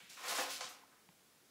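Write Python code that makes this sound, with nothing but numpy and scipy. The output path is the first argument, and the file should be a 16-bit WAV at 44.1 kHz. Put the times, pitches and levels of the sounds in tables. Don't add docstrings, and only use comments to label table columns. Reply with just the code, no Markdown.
import sys
import numpy as np
from scipy import signal
from scipy.io import wavfile

SR = 44100
rng = np.random.default_rng(int(sys.argv[2]) if len(sys.argv) > 2 else 0)


def transcribe(signal):
    frames = np.atleast_2d(signal).T
    limited = np.clip(frames, -1, 1)
    pcm = np.round(limited * 32767).astype(np.int16)
    wavfile.write(sys.argv[1], SR, pcm)


N = 66150
TIME_S = np.arange(N) / SR

# time_s, level_db
DIG_CURVE = [(0.0, -62.5), (0.032, -77.5), (0.156, -66.5), (0.18, -59), (0.206, -54.5), (0.242, -48.5),
             (0.322, -38.5), (0.376, -46.5), (0.388, -36.5), (0.452, -47.5), (0.512, -50), (0.536, -92),
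             (0.6, -53)]
# time_s, level_db
SLIDE_CURVE = [(0.0, -64.5), (0.09, -69.5), (0.098, -56), (0.174, -58), (0.22, -56), (0.304, -40),
               (0.334, -46), (0.398, -40.5), (0.478, -54), (0.504, -44.5), (0.552, -46), (0.6, -58)]
# freq_hz, relative_db
CRUNCH_SPECTRUM = [(60, -50), (130, -17.5), (250, -21), (380, -4.5), (520, -2), (800, -0.5), (1250, 1),
                   (2300, -2), (4000, -9.5), (9000, -23)]
# freq_hz, relative_db
RUSTLE_SPECTRUM = [(60, -33), (200, -16), (600, -17), (1500, -7), (2400, -2.5), (3700, 0.5), (6000, -0.5),
                   (8500, -2.5), (12000, -11), (15500, -10)]
# freq_hz, relative_db
HISS_SPECTRUM = [(30, -1), (60, -5), (110, 6), (190, 10.5), (330, 8.5), (600, 5), (1200, 3.5),
                 (2500, 1.5), (6000, 0), (15500, -4)]
# start_s, level_db, decay_s, low_hz, high_hz
CLUMP_SHOWERS = [(0.001, -61, 0.08, 1580, 3660), (0.097, -53, 0.0084, 2600, 7400),
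                 (0.171, -54, 0.032, 1010, 3340), (0.236, -51, 0.067, 910, 3000),
                 (0.284, -48.5, 0.053, 3500, 12200), (0.354, -39.5, 0.011, 700, 8500),
                 (0.382, -40, 0.017, 840, 3000), (0.386, -42, 0.0091, 480, 1380),
                 (0.396, -42, 0.011, 449, 1130), (0.497, -50.5, 0.019, 1980, 6440),
                 (0.608, -40, 0.0065, 754, 7300), (0.6104, -46.5, .004, 575, 1460),
                 (0.618, -48.5, 0.015, 680, 6960), (0.626, -47, 0.046, 1140, 7500),
                 (0.688, -57, 0.031, 4340, 14200), (0.712, -64.5, 0.066, 634, 2770),
                 (0.912, -73.5, 0.079, 980, 1960)]
# pitch_hz, width_hz, gain_db
TRAY_MODES = [(88, 4.7, 6.5), (222.4, 7.6, 6), (275.8, 3.6, 15.5), (356.6, 19.6, 5), (511.4, 32.6, 10),
              (565, 3.1, -5), (679, 17, 2), (722.6, 17, 7.5), (780, 5.5, -6), (829, 28, 0), (1006, 15, 4),
              (1049, 30, 6.5), (1160, 8, 0), (1265, 38, 2.5), (1461, 17, -3), (1509, 15, -3),
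              (2265, 43, -5)]
# start_s, level_db, swell_s, low_hz, high_hz
WEIGHT_BUMPS = [(0.025, -77, 0.011, 163, 214), (0.094, -70, 0.0075, 161, 191),
                (0.295, -70.5, .018, 193, 234), (0.383, -60.5, 0.02, 228.6, 330),
                (0.395, -71, 0.017, 72, 105), (0.505, -78, 0.031, 75, 200), (0.639, -68.5, 0.015, 104, 322),
                (0.68, -83, .04, 257, 392)]
# start_s, knock_db, low_hz, high_hz, claw_db, thud_db
PAW_TAPS = [(0.8352, -15, 850, 1050, -65.5, -75), (1.0896, -20.5, 780, 1120, -30, -57.5)]


def from_db(db):
    return 10 ** (np.asarray(db) / 20)


def unit_rms(x):
    return x / np.sqrt(np.mean(x ** 2) + 1e-20)


def band(x, low_hz, high_hz, order=2):
    edges_hz = np.clip([low_hz, max(high_hz, low_hz * 1.1)], [10, 20], [17000, 20000])
    return signal.sosfilt(signal.butter(order, edges_hz, "band", fs=SR, output="sos"), x + 1e-18)


def coloured(drive, spectrum):
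    edges_hz = 32 * 2 ** np.arange(0, 9.1, 0.5)
    freq_hz, relative_db = np.transpose(spectrum)
    out = np.zeros(N)
    for low_hz, high_hz in zip(edges_hz, edges_hz[1:]):
        log_centre = np.log(low_hz * high_hz) / 2
        gain = from_db(np.interp(log_centre, np.log(freq_hz), relative_db))
        out += gain * band(drive * rng.standard_normal(N), low_hz, high_hz)
    return unit_rms(out)


def contacts(rate_per_s, spread_db):
    sizes = from_db(spread_db * np.minimum(rng.exponential(1, N), 4))
    signs = rng.choice([-1, 1], N)
    hits = rng.random(N) < rate_per_s / SR
    return unit_rms(sizes * signs * hits)


def stroke(curve, fade_db_per_s):
    time_s, level_db = np.transpose(curve)
    since_lift_s = np.maximum(TIME_S - time_s[-1], 0)
    return from_db(np.interp(TIME_S, time_s, level_db) - fade_db_per_s * since_lift_s)


def raking(crunch_db=-6.5, rustle_db=-2):
    crunch = coloured(contacts(rate_per_s=2200, spread_db=1.5), CRUNCH_SPECTRUM)
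    crunch *= stroke(DIG_CURVE, fade_db_per_s=77.5)
    rustle = coloured(contacts(rate_per_s=4500, spread_db=2), RUSTLE_SPECTRUM)
    rustle *= stroke(SLIDE_CURVE, fade_db_per_s=103)
    return from_db(crunch_db) * crunch + from_db(rustle_db) * rustle


def tray(drive):
    out = drive.copy()
    for pitch_hz, width_hz, gain_db in TRAY_MODES:
        radius = np.exp(-np.pi * width_hz / SR)
        feedforward = np.array([1, 0, -1]) * (1 - radius ** 2) / 2
        feedback = [1, -2 * radius * np.cos(2 * np.pi * pitch_hz / SR), radius ** 2]
        out += from_db(gain_db) * signal.lfilter(feedforward, feedback, drive)
    return out


def hiss(level_db=-68.5):
    return from_db(level_db) * coloured(np.ones(N), HISS_SPECTRUM)


def clumps(rate_per_s=3000):
    out = np.zeros(N)
    for start_s, level_db, decay_s, low_hz, high_hz in CLUMP_SHOWERS:
        age_s = np.maximum(TIME_S - start_s, 0)
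        envelope = (TIME_S >= start_s) * np.exp(-age_s / decay_s)
        shower = envelope * contacts(rate_per_s, spread_db=2.5)
        shower[int(start_s * SR)] += np.sqrt(SR / rate_per_s)
        bandwidth_makeup = np.sqrt(SR / 2 / (high_hz - low_hz))
        out += from_db(level_db) * bandwidth_makeup * band(shower, low_hz, high_hz, order=3)
    return out


def wall_echoes(gap_s=0.0036, low_hz=330, split_hz=5300, body_t60_s=0.36, treble_t60_s=0.19):
    echoes = rng.standard_normal(N) * (TIME_S > gap_s)
    body = band(echoes, low_hz, split_hz)
    treble = signal.sosfilt(signal.butter(2, split_hz, "high", fs=SR, output="sos"), echoes)
    tail = body * from_db(-60 * TIME_S / body_t60_s) - treble * from_db(-60 * TIME_S / treble_t60_s)
    return tail / np.sqrt(np.sum(tail ** 2))


def bathroom(litter, spots=6, wander_s=0.004):
    steps = TIME_S / wander_s
    shares = np.array([np.interp(steps, np.arange(N), rng.standard_normal(N)) for _ in range(spots)])
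    shares /= np.sqrt(np.sum(shares ** 2, axis=0))
    return sum(signal.fftconvolve(litter * share, wall_echoes())[:N] for share in shares)


def weight_bumps():
    out = np.zeros(N)
    for start_s, level_db, swell_s, low_hz, high_hz in WEIGHT_BUMPS:
        progress = np.maximum(TIME_S - start_s, 0) / swell_s
        envelope = progress * np.exp(1 - progress)
        rumble = unit_rms(band(rng.standard_normal(N), low_hz, high_hz, order=3))
        out += from_db(level_db) * envelope * rumble
    return out


def paw_taps(thud_hz=179, thud_t60_s=0.086):
    out = np.zeros(N)
    for start_s, knock_db, low_hz, high_hz, claw_db, thud_db in PAW_TAPS:
        impulse = signal.unit_impulse(N, int(start_s * SR))
        knock = from_db(knock_db) * band(impulse, low_hz, high_hz)
        claw = from_db(claw_db) * band(impulse, low_hz=900, high_hz=3000, order=3)
        age_s = np.maximum(TIME_S - start_s, 0)
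        thud = from_db(thud_db - 60 * age_s / thud_t60_s) * np.sin(2 * np.pi * thud_hz * age_s)
        out += knock + claw + band(thud, thud_hz / 2, thud_hz * 2)
    return out


def scene(room_db=-3):
    litter = raking() + clumps()
    echoes = from_db(room_db) * bathroom(litter)
    mono = tray(litter + echoes + weight_bumps()) + paw_taps() + hiss()
    return np.array([mono, mono])


def record(dry):
    cutoff_hz = 15700
    return signal.sosfilt(signal.ellip(12, 0.1, 80, cutoff_hz, fs=SR, output="sos"), dry)


dry = scene()
out = record(dry)
transcribe(out)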